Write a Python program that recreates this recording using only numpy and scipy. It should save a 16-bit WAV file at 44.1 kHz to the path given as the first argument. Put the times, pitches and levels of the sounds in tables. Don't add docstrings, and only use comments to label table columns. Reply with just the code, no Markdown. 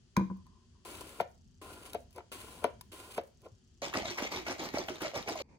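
import sys
import numpy as np
from scipy import signal
from scipy.fft import rfft, irfft, next_fast_len
from scipy.io import wavfile
from scipy.ndimage import uniform_filter1d, map_coordinates

SR = 44100
rng = np.random.default_rng(int(sys.argv[2]) if len(sys.argv) > 2 else 0)


def unload_audio(sound):
    columns = np.transpose(np.atleast_2d(sound))
    steps = np.round(np.clip(columns, -1, 1) * 32767)
    wavfile.write(sys.argv[1], SR, steps.astype(np.int16))


def boost(x):
    u = np.asarray(x, float) / 20
    return 10 ** u


N = 246078
T = np.arange(N) / SR

CUTS = [
    0,
    .8491,
    1.6166,
    2.3173,
    2.917,
    3.8186,
    5.4212,
]


# start_s, hold_s, surge_db, foam_db
SLOSH = [(3.816, 0.052, -37, -41.5), (3.952, 0.033, -30, -39), (4.054, 0.061, -45.5, -42.5),
         (4.184, 0.065, -38, -42), (4.322, 0.057, -35.5, -40.5), (4.476, 0.038, -34.5, -40.5),
         (4.599, 0.059, -34.5, -42), (4.748, 0.052, -31, -42), (4.893, 0.0052, -41, -44.5),
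         (4.949, 0.0054, -44, -48.5), (5.026, 0.033, -35.5, -41), (5.153, 0.036, -34, -42.5),
         (5.285, 0.024, -31, -41.5), (5.363, 0.066, -61, -46)]


def slosh():
    s, hold, surge_db, foam_db = np.transpose(SLOSH)
    on = (T >= CUTS[5]) & (T < CUTS[6])
    surge = on * swell(s, hold, surge_db, rise=889, fall=335)
    foam = on * swell(s, hold, foam_db, rise=606, fall=205)
    spray = on * swell(s, hold, foam_db - 23, rise=350, fall=139)
    return surge, foam, spray


# start_s, peak_db, air_pocket_hz, slap_db
SLAMS = [(3.823, -25, 556, -31), (3.951, -24.5, 294, -12), (4.029, -34, 686, -17), (4.107, -32.5, 344, -18),
         (4.19, -45.5, 775, -12), (4.223, -12.5, 245, -14), (4.327, -36, 473, -41), (4.482, -27.5, 686, -4),
         (4.597, -29, 315, -46), (4.743, -11.5, 276, -29), (4.771, -20.5, 593, -37),
         (4.883, -30.5, 622, -5), (5.019, -19.5, 300, -3.5), (5.047, -23, 590, -21), (5.139, -39, 553, -30),
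         (5.263, -41, 401, -12), (5.288, -25, 671, -1), (5.356, -19, 611, -16.5), (5.401, -27, 524, -15)]
# start_s, peak_db, start_pitch_hz
GULPS = [
    (4.03, -36, 703),
    (4.375, -37.5, 400),
    (4.892, -38.5, 420.4),
    (5.05, -36.5, 668),
    (5.14, -34, 601),
    (5.358, -38, 690),
]
# start_s, peak_db, pitch_hz
SPITS = [(3.8282, -31, 3180), (3.956, -44, 3500), (4.1067, -22, 4370), (4.1811, -33.5, 2900),
         (4.221, -44, 3300), (4.256, -29, 3780), (4.3244, -28, 2980), (4.3611, -19, 3760),
         (4.4808, -31, 4200), (4.606, -28, 3320), (4.6895, -24.5, 4300), (4.7846, -16.5, 4640),
         (4.8863, -18, 3050), (4.9573, -25.5, 3780), (5.017, -30, 4000), (5.1152, -38.5, 2270),
         (5.1541, -27.5, 3600), (5.2268, -23, 3800), (5.2817, -27, 2030), (5.297, -21.5, 5000),
         (5.3899, -28, 3590)]
# pitch_hz, width_hz, level_db
BOTTLE = [(111, 95, -14), (330, 143, -1.5), (637, 230, -4.5), (856, 72, -3)]
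# pitch_hz, level_db (per Hz)
FIZZ = [(590, 0.5), (1000, 2.5), (1550, -3.5), (1790, -4.5), (2220, 4), (2560, -3), (4540, -3.5),
        (5730, -6), (6730, -7), (8500, -19.5), (11000, -24), (18700, -120)]
# pitch_hz, level_db (per Hz)
SPRAY = [(4410, -42), (7500, -3.5), (8490, -27), (9730, -25), (11500, -8.5), (14000, 0.5), (15200, -8.5),
         (16000, -13)]


def shaking(surge, fizz, spray):
    lumps = wobble(45)
    churn = 0.85 * patchy(resonant(grainy(120, depth_db=3.0), BOTTLE), depth_db=2.0)
    churn += 0.5 * bubbles(count=420, low_hz=482, spread=4.42, cycles=2.0, glide=24)
    x = surge * boost(1.3 * lumps + 0.7 * wobble(28) - 9.5) * churn
    foam = 0.92 * patchy(coloured(grainy(300, depth_db=4.5), FIZZ), depth_db=4.5)
    foam += 0.14 * bubbles(count=1100, low_hz=1498, spread=3.6, cycles=9.2, glide=33.0)
    x += fizz * boost(1.03 * lumps - 2.0) * foam
    mist = coloured(grainy(200, depth_db=3.5), SPRAY)
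    x += spray * mist * boost(2.3 * lumps + 0.95 * wobble(11) - 0.5)
    t = T[:SR // 8]
    for s, db, hz, slap_db in SLAMS:
        t60 = 0.059 * np.exp(-0.1 * (db + 23.0))
        settle = 1 + 0.0011 * (1 - np.exp(-t / 0.0025)) / (t + 1e-4)
        overtone = ring(hz * (1.507 + rng.random()), 1.35 * t60, 0.00074, t)
        pocket = ring(hz * settle, t60, 0.0023, t) + 0.24 * overtone
        slap = boost(slap_db - 9.0) * burst(0.033, 0.69, t)
        add(x, s, boost(db - 5.0) * (pocket + slap))
    for s, db, hz in GULPS:
        sinking_hz = hz * (1 - 2 * t)
        add(x, s, boost(db) * ring(sinking_hz, 0.18, 0.0036, t))
    for s, db, hz in SPITS:
        drop = 0.8 * ring(hz, 0.006, 0.0003, t) + 0.2 * burst(0.008, 0.9, t)
        add(x, s, boost(db - 4) * drop)
    return x * (T < CUTS[6])


# start_s, peak_db, pitch_hz
BLOBS = [(3.82, -19.5, 574), (3.854, -39, 689), (3.93, -13, 1100), (3.951, -13.5, 630), (4.03, -31, 680),
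         (4.052, -33, 568), (4.107, -40, 840), (4.182, -35, 980), (4.222, -25, 670), (4.252, -16.5, 514),
         (4.326, -38, 482), (4.466, -19, 604), (4.485, -13.5, 660), (4.594, -29, 584), (4.608, -15, 850),
         (4.743, -29, 403), (4.772, -11, 620), (4.884, -32, 641), (5.005, -25, 1110), (5.017, -22, 525),
         (5.048, -32, 630), (5.117, -25, 670), (5.136, -19, 594), (5.162, -14, 527), (5.229, -33, 540),
         (5.263, -24, 700), (5.29, -14, 710), (5.317, -22, 426), (5.354, -25, 659), (5.401, -22, 520),
         (3.875, -27, 800), (3.956, -5, 1190), (3.968, -23, 263), (3.985, -20, 695), (4.09, -32.5, 231),
         (4.198, -19, 900), (4.36, -30, 308), (4.398, -31, 342), (4.497, -12, 1550), (4.5, -21, 325),
         (4.52, -23, 670), (4.562, -25, 587), (4.614, -23, 298), (4.632, -14, 816), (4.648, -33, 403),
         (4.667, -26, 240), (4.787, -14.5, 517), (4.808, -28, 257), (4.903, -19, 344), (4.917, -28, 340),
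         (5.047, -22, 1900), (5.068, -14, 1340), (5.172, -34, 800), (5.19, -27, 555), (5.307, -35, 355),
         (5.32, -18, 490), (5.357, -29, 1130), (5.366, -18, 636), (5.404, -17.5, 1020), (5.415, -25, 386)]


def blobs():
    x, t = np.zeros(N), T[:SR // 20]
    for s, db, hz in BLOBS:
        rising_hz = hz * (1 + 6.6 * t)
        add(x, s, boost(db - 4) * ring(rising_hz, 6.3 / hz, 0.0014, t))
    return x


# start_s, level_db, start_pitch_hz
SPLASHES = [
    (3.937, -34, 2183),
    (4.182, -34, 1961),
    (4.465, -39, 1958),
    (4.736, -44, 1468),
    (4.883, -37, 1349),
    (5.006, -39.5, 1767),
    (5.281, -39.5, 2110),
]


def splashes():
    x, t = np.zeros(N), T[:SR // 20]
    for s, db, hz in SPLASHES:
        turns = hz * (0.22 * t + 0.7 * 0.022 * (1 - np.exp(-t / 0.018)))
        rough = uniform_filter1d(rng.standard_normal((3, len(t))), size=40, axis=1)
        tones = unit(np.sum(rough * np.sin(2 * np.pi * turns * [[0.8], [1], [1.3]]), axis=0))
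        add(x, s, boost(db) * tones * np.exp(-t / 0.02) * (1 - np.exp(-t / 0.00086)))
    return x


# start_s, stop_s, body_db, grit_db, jam_db
STROKES = [
    (.85, 1.215, -51.5, -54, -34.5),
    (1.615, 1.946, -51.5, -58.5, -45),
    (2.317, 2.637, -52.5, -55, -43),
    (2.918, 3.183, -52.5, -57, -40),
]
# start_s, level_db
CATCHES = [
    (.878, -54),
    (1.014, -48.5),
    (1.734, -51.5),
    (1.865, -50),
    (2.326, -46.5),
    (2.536, -64),
    (3.002, -50.5),
]


def travel():
    start, stop, body_db, grit_db, jam_db = np.transpose(STROKES)
    moving = sum((T >= a) & (T < b) for a, b in zip(start, stop))
    s, db = np.transpose(CATCHES)
    catch = swell(s, 0, db, rise=520, fall=430)
    jam = swell(stop, 0, jam_db, rise=699, fall=699)

    def ease(levels, sag):
        return sum(boost(g - sag * (T - a)) * (T >= a) * (T < b) for a, b, g in zip(start, stop, levels))

    body = np.maximum(ease(body_db, 19.5), moving * np.maximum(catch, jam))
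    grit = np.maximum(ease(grit_db, 23), moving * catch * boost(-4.0))
    return body, grit


# start_s, hold_s, housing_db, skin_db (skin rustle relative to housing)
TOUCHES = [
    (2.168, 0.027, -49.5, -13.5),
    (3.438, 0.0029, -58, -17),
    (3.462, 0.0036, -50.5, -15.5),
]
# pitch_hz, width_hz, level_db
HOUSING = [(330.5, 177, 5.5), (768, 690, -2), (1023, 49, 8), (1399, 46, -0.5)]
# pitch_hz, level_db (per Hz)
GRIT = [(880, -18), (1500, -3), (1850, -6), (2830, -0.5), (3550, -5.5), (3960, -4), (4690, -6.5),
        (5440, -10.5), (7840, -6), (9250, -5.5), (9750, 0.5), (10300, -12.5), (15700, -11.5),
        (16200, -22.5)]


def lever(low, high):
    body = resonant(grainy(90, depth_db=1.5), HOUSING)
    grit = coloured(grainy(400, depth_db=2.5), GRIT) * boost(1.6 * wobble(35) + 0.9 * wobble(110) - 1.8)
    skin_colour = [(900, -25), (1600, -8), (2350, 0), (3500, -7), (9000, -16), (14000, -36)]  # Hz, dB per Hz
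    skin = coloured(grainy(150, depth_db=2.5), skin_colour)
    s, hold, db, skin_db = np.transpose(TOUCHES)
    touched = resonant(body, [(497, 300, 17.0), (2020, 3800, -21.0)])
    x = low * body + high * grit
    x += swell(s, hold, db, rise=860, fall=590) * touched
    return x + swell(s, hold, db + skin_db, rise=480, fall=1300) * skin


# start_s, peak_db, upper_modes_db, crack_db, lower_modes_db
CLACKS = [
    (1.2, -25, -0.5, -40.5, 2),
    (1.946, -31.5, -7, -23.5, 5),
    (2.181, -44.5, 5, -21, 0),
    (2.204, -55.5, 9, -40, -5),
    (2.641, -23.5, 1.5, -19.5, 5),
    (3.178, -28, -1.5, -29.5, 5),
]
# pitch_hz, level_db, ring_s (time to fall 60 dB)
STOP = [(258, -13, 0.095), (334, -11.5, 0.11), (455.7, 3.5, 0.048), (550, -7, 0.14), (690, 8, 0.036),
        (945, 1.5, 0.031), (1115, -9, 0.025), (1380, -1, .018), (1820, -13.5, 0.022), (2294, -7.5, 0.01),
        (2900, -13, 0.013), (4000, -21, 0.0069)]
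# delay_s (after the clack), level_db, pitch_hz
ECHOES = [
    (.014, -7.5, 679),
    (.034, -19.5, 560),
    (.058, -20, 540),
]
# start_s, peak_db, pitch_hz
THUDS = [
    (0.957, -44, 204),
    (3.517, -39, 102.3),
]
# start_s, peak_db, pitch_hz, knock_db
TICKS = [(0.371, -62, 6370, -8), (0.4664, -60.5, 4520, 4), (1.009, -36, 9100, -8), (1.0444, -61, 9680, -7),
         (1.2088, -37.5, 3320, -14), (1.933, -34, 4000, -25), (2.108, -56, 6400, -21),
         (2.1281, -54, 9760, -21), (2.161, -45.5, 10400, -7), (2.811, -36.5, 10400, -11.5),
         (2.93, -53.5, 4000, -18), (3.2128, -56, 8940, -23.5), (3.2356, -56.5, 9460, -25),
         (3.273, -58.5, 7590, -20), (3.3469, -69, 4730, -17), (3.418, -55.5, 9680, -28)]


def knocks():
    x, t = np.zeros(N), T[:SR // 5]
    for s, db, upper_db, crack_db, lower_db in CLACKS:
        modes = 0
        for hz, g, t60 in STOP:
            level_change, pitch_change = 0.6 * rng.standard_normal(2)
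            mode_db = g + level_change + upper_db * (hz > 800) + lower_db * (hz < 600)
            late = 0.00271 * min(690 / hz, 1.15) ** 1.044
            mode_hz = hz * (1 + 0.034 * pitch_change)
            modes = modes + boost(mode_db) * ring(mode_hz, t60, 1.26 / hz, np.maximum(t - late, 0))
        for after, g, hz in ECHOES:
            add(x, s + after, boost(db + 13.5 + g) * ring(hz, 0.025, 0.0037, t))
        hand = 0.4 + np.exp(-(t / 0.011) ** 2)
        loose_parts = uniform_filter1d(burst(0.08, 0.8, t), size=5)
        rattle = boost(-9) * loose_parts * (1 - np.exp(-t / 0.003))
        crack = burst(0.0079, 0.41, t) + 0.83 * ring(9500, 0.016, 0.00034, t)
        add(x, s, boost(db) * (modes * hand + rattle + boost(crack_db + 11.0) * crack))
    for s, db, hz in THUDS:
        add(x, s, boost(db) * ring(hz, 0.095, 0.014, t))
    for s, db, hz, knock_db in TICKS:
        snap = 0.5 * burst(0.024, 0.025, t) + 0.75 * ring(hz * (1 - 8 * t), 0.012, 0.00052, t)
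        knock = ring(1000, 0.052, 0.00034, t) + 0.51 * ring(1800, 0.027, 0.0023, t)
        add(x, s, boost(db - 0.5) * (snap + boost(knock_db) * knock))
    return x


# start_s, hold_s, level_db
CRUMBS = [(0.903, 0.016, -59), (1.03, 0.0051, -68.5), (1.703, 0.017, -61.5), (1.829, 0.0074, -57.5),
          (1.87, .02, -67.5), (1.9, 0.0066, -56.5), (2.413, .006, -51.5), (2.433, .004, -58.5),
          (2.99, 0.0074, -64.5), (3.114, 0.011, -53.5), (3.143, 0.009, -53), (3.171, 0.0072, -51)]
# start_s, hold_s, level_db
FALLING = [
    (1.235, 0.092, -75.5),
    (1.977, 0.041, -67.5),
    (2.135, 0.038, -69),
    (2.68, 0.048, -75),
    (2.83, 0.055, -78),
    (3.202, .03, -94),
    (3.251, 0.027, -71),
    (3.417, 0.011, -74),
    (3.444, 0.019, -72.5),
]
# pitch_hz, level_db (per Hz)
DUST = [(2940, -41), (5000, -12.5), (6830, -5), (10100, 0.5), (11000, -16.5), (13400, -4.5), (16000, -4)]
# start_s, hold_s, level_db
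SIP = [
    (5.432, .05, -69.5),
    (5.494, 0.061, -61),
]
# pitch_hz, level_db (per Hz)
LIP = [(240, -4), (400, -4.5), (774, -16), (947, -7), (1330, -27), (2430, -17.5), (2980, -33), (6330, -28),
       (10000, -44), (13000, -82), (22000, -120)]
# a table of pitch_hz, left_lead_radians, then one of pitch_hz, left_minus_right_db
LEVER_PORTS = [(0, 0), (1300, 0), (2330, -5.7), (2760, -3.2), (3880, -1.0), (7500, 8.9), (10700, 6.4),
               (16100, 4)], [(60, 2.5), (200, 3.0), (380, 1.5), (700, 4.5), (1290, 3.0), (2380, -1.5),
               (8120, 2.0), (15000, 0.0)]


def powder():
    bite = swell(*np.transpose(CRUMBS), rise=990, fall=3900) * coloured(grainy(500, depth_db=2), GRIT)
    dust = swell(*np.transpose(FALLING), rise=500, fall=330) * boost(2.1 * wobble(60))
    direct_dust = 0.49 * dust * coloured(grainy(600, depth_db=5.0), DUST)
    tilt = swell(*np.transpose(SIP), rise=730, fall=300) * (T > CUTS[6]) * diffuse(LIP)
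    return ports(bite + direct_dust, LEVER_PORTS) + 0.47 * dust * diffuse(DUST) + tilt


# start_s, peak_db, cup_db, crack_db
SETDOWN = [
    (0.1665, -34.5, 20, 9.5),
    (.174, -14, -6, -26),
    (0.194, -22, -1, -28),
    (0.209, -21, -7, -40),
    (0.3, -35.5, 2.5, -40),
    (.311, -30, -7, -34),
]
# pitch_hz, level_db, ring_s (time to fall 60 dB)
TRAY = [(189, -1.5, 0.2), (215.5, -4.5, 0.1), (147, -5.5, .03), (323.5, -11, 0.14), (486, -10, 0.041)]
# pitch_hz, level_db, ring_s
CUP = [(1000, -2.5, 0.031), (1010, -3, 0.027), (1493, -9, 0.019), (2410, 8.5, 0.012), (4300, -5, .01),
       (6400, 2.5, .01)]
# start_s, hold_s, level_db
ROCKING = [
    (0.365, .01, -71),
    (0.46, 0.1, -72.5),
    (0.749, 0.019, -74),
]


def bottle_on_tray():
    x, t = np.zeros(N), T[:SR // 3]
    tray = sum(boost(g) * ring(hz, t60, 0.0019, t) for hz, g, t60 in TRAY)
    for s, db, cup_db, crack_db in SETDOWN:
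        hardness_db = crack_db - cup_db
        cup = sum(boost(g + hardness_db * (hz > 2000)) * ring(hz, t60, 0.0024, t) for hz, g, t60 in CUP)
        crack = boost(crack_db) * burst(0.02, 0.9, t)
        add(x, s, boost(db - 2.5) * (tray + boost(cup_db) * cup + crack))
    wall = [(1020, 180, 0)]
    rub = resonant(resonant(grainy(38.6, depth_db=-2.5), wall), wall)
    return x + swell(*np.transpose(ROCKING), rise=1100, fall=160) * rub


def scattered(grit, foam):
    return boost(1.5) * grit * diffuse(GRIT) + boost(-3.5) * foam * diffuse(FIZZ)


# pitch_hz, ring_s (time to fall 60 dB)
KITCHEN = [(150, 0.38), (700, 0.3), (3000, 0.3), (10000, 0.4)]
# pitch_hz, level_db
WALLS = [(150, 0.5), (800, 2.5), (3000, 6), (8000, -5), (14000, -7.5)]


def kitchen(x):
    wet, edges = np.zeros((2, N)), [round(s * SR) for s in CUTS] + [N]
    for a, b in zip(edges, edges[1:]):
        hz, t, z = signal.stft(rng.standard_normal((2, SR // 2)), SR, nperseg=256)
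        fade_db = -60 * t / along(KITCHEN, hz)[:, None]
        tail = signal.istft(z * boost(fade_db + along(WALLS, hz)[:, None]), SR, nperseg=256)[1]
        tail = np.pad(tail, ((0, 0), (150, 0))) / np.linalg.norm(tail[0])
        wet[:, a:b] = signal.fftconvolve(x[None, a:b], tail, axes=1)[:, :b - a]
    return wet


# pitch_hz, level_db (per Hz)
AIR = [(180, -44.5), (300, -6.5), (366, 3), (467, -12.5), (942, -17.5), (1870, -17), (2210, -22),
       (3140, -11.5), (3610, -17.5), (4750, -14.5), (6640, -15.5), (10500, -30), (11500, -47.5),
       (15000, -74), (22000, -120)]
HISS = [-73, -75, -72, -71, -73.5, -92, -100]
# pitch_hz, level_db (per Hz)
DRONE = [(15, -44.5), (25, -9), (81, 2), (118, -6.5), (155, -9.5), (199, -11.5), (237, -7), (251, -11),
         (400, -56.5), (520, -88.5), (880, -120)]
HUM = [-62, -62.5, -60.5, -60, -64.5, -66.5, -62.5]
# start_s, clicks (count)
INSECT = [
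    (1.2434, 11),
    (1.9769, 2),
    (2.7057, 2),
    (3.2041, 3),
    (3.3712, 2),
    (3.4824, 4),
    (3.6411, 5),
]


def background():
    air = diffuse(AIR) * per_shot(HISS) * boost([[1.5], [-1.5]])
    throb = boost(0.37 * wobble(2.0) + 1.5 * wobble(8.2))
    drone = diffuse(DRONE) * per_shot(HUM) * throb * boost([[1.5], [0.6]])
    pulses, t = np.zeros(N), T[:SR // 50]
    pair = np.exp(-((t - 0.002) / 0.0014) ** 2) + 0.8 * np.exp(-((t - 0.009) / 0.0014) ** 2)
    for s, clicks in INSECT:
        for k in range(clicks):
            start = s + k * 0.0333 + rng.normal(0, 0.0015)
            add(pulses, start, boost(-70.5 + rng.normal(0, 1.5)) * pair)
    wings = resonant(rng.standard_normal((2, N)), [(6000, 1000, 4.0), (7640, 500, -1.0)])
    insect = (wings[0] + 0.49 * np.array([wings[1], -wings[1]])) * pulses
    chorus = boost(-87) * resonant(rng.standard_normal((2, N)), [(4620, 90, 0)])
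    return air + drone + insect + chorus


def unit(x):
    return x / np.sqrt(np.mean(x ** 2) + 1e-20)


def along(points, hz):
    f, v = np.transpose(points)
    return np.interp(np.log(hz + 1), np.log(f + 1), v)


def wobble(rate):
    coarse = T[::16]
    knots = rng.standard_normal(int(N * rate / SR) + 4)
    return unit(np.interp(T, coarse, map_coordinates(knots, [coarse * rate])))


def filtered(x, response):
    m = next_fast_len(N + 8192)
    return irfft(rfft(x, m) * response(np.fft.rfftfreq(m, 1 / SR)), m)[..., :N]


def coloured(x, spectrum):
    return unit(filtered(x, lambda f: boost(along(spectrum, f))))


def resonant(x, peaks):
    def response(f):
        total = 0
        for k, (c, w, db) in enumerate(peaks):
            total = total + (-1) ** k * boost(db) * 1j * f * w / (c * c - f * f + 1j * f * w)
        return total
    return unit(filtered(x, response))


def grainy(rate, depth_db):
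    return unit(rng.standard_normal(N) * boost(depth_db * wobble(rate)))


def patchy(x, depth_db):
    z = signal.stft(x, nperseg=256)[2]
    field = uniform_filter1d(rng.standard_normal(z.shape), size=4, axis=0)
    field = uniform_filter1d(field, size=9, axis=1)
    return unit(signal.istft(z * boost(depth_db * unit(field)), nperseg=256)[1][:N])


def bubbles(count, low_hz, spread, cycles, glide):
    r, t = rng.random((count, 4)), T[:700]
    place, pitch, strength, bend = r[:, :1], r[:, 1:2], r[:, 2:3], r[:, 3:]
    hz = low_hz * spread ** pitch
    phase = 2 * np.pi * hz * t * (1 + glide * (2 * bend - 0.7) * t)
    envelope = np.exp(-t * hz / cycles) * (1 - np.exp(-t * hz / 0.75))
    blips = boost(-2.6 * np.log(strength + 0.065)) * np.sin(phase) * envelope
    length = CUTS[6] - CUTS[5]
    at = ((CUTS[5] + place * length) * SR).astype(int) + np.arange(len(t))
    fade = np.hanning(2 * len(t))[len(t):]
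    return np.bincount(at.ravel(), (blips * fade).ravel(), N)[:N] / np.sqrt(np.sum(blips ** 2) / length / SR)


def ring(hz, t60, attack, t):
    return np.sin(2 * np.pi * hz * t) * boost(-60 * t / t60) * (1 - np.exp(-t / attack))


def burst(t60, tilt, t):
    poles = np.convolve([1, -0.93], [1, -np.clip(tilt, 0, 0.95)])
    return unit(signal.lfilter([1, -1], poles, rng.standard_normal(len(t)))) * boost(-60 * t / t60)


def add(x, s, y):
    x[round(s * SR):][:len(y)] += y[:N - round(s * SR)]


def swell(s, hold, db, rise, fall):
    s, hold, db = (np.reshape(v, (-1, 1)) for v in (s, hold, db))
    before, after = np.maximum(s - T, 0), np.maximum(T - s - np.abs(hold), 0)
    return boost((db - rise * before - fall * after).max(axis=0))


def per_shot(db):
    return boost(np.array(db)[np.searchsorted(CUTS, T, side="right") - 1])


def ports(x, table):
    def response(f):
        lead = along(table[0], f)
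        turn = np.exp(0.5j * lead) * boost(along(table[1], f) / 2)
        lift = np.sqrt(1.3 / (np.cos(lead / 2) ** 2 + 0.45))
        return np.array([turn, 1 / turn]) * lift
    return filtered(x, response)


# pitch_hz, likeness (0 to 1)
AIR_ALIKE = [(60, 0.87), (180, 0.87), (550, 0.31), (1650, 0.03), (4970, 0.02), (15000, 0.011)]


def diffuse(spectrum):
    def response(f):
        turn = np.arccos(np.clip(along(AIR_ALIKE, f), -1, 1)) / 2
        return boost(along(spectrum, f)) * [np.cos(turn), np.sin(turn)]
    mid, side = filtered(rng.standard_normal((2, N)), response)
    return unit(np.array([mid + side, mid - side]))


# pitch_hz, left_lead_radians, then pitch_hz, left_minus_right_db
CUP_PORTS = [(0, 0), (1120, 0.4), (1380, 2.8), (2330, -5.6), (4600, 1.5), (5430, -4.4), (7580, 2.8),
             (16000, -2)], [(60, 0.5), (110, 0.5), (200, 2.0), (380, 0.0), (700, 4.0), (1290, 3.5),
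             (2380, -2.5), (4400, 1.5)]
SHAKE_PORTS = [(0, 0), (860, -0.3), (1550, -1.2), (3270, -4.9), (6550, -11.1), (7060, -9.1), (9390, -8.7),
               (11800, -6.4)], [(60, -1.5), (200, -2.5), (380, -4.5), (700, -2.0), (2380, 0.5), (4400, 2.0),
               (8120, 5.5), (15000, 0.0)]
LEVER_SIDE = [0, 1.06, 0.46, 1.2, -0.87, 0, 0]


def scene():
    slide, liquid = travel(), slosh()
    shake = shaking(*liquid) + splashes() + blobs()
    machine = lever(*slide) + knocks()
    cup = bottle_on_tray()
    near = ports(cup, CUP_PORTS) + ports(shake, SHAKE_PORTS)
    near += ports(machine, LEVER_PORTS) * per_shot(LEVER_SIDE) ** [[1], [-1]]
    room = kitchen(boost(-13.5) * cup + boost(-16.5) * machine + boost(-10.5) * shake)
    return near + room + scattered(slide[1], liquid[1]) + background() + powder()


def top_cut(x):
    return signal.sosfilt(signal.butter(12, 16510, fs=SR, output="sos"), x)


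def record(dry):
    def band(f):
        bass = 1j * f / 38
        return bass ** 2 / (1 + 1.4 * bass + bass ** 2) * (f < 15840)
    mix = filtered(dry, band)
    return top_cut(mix)


dry = scene()
out = record(dry)
unload_audio(out)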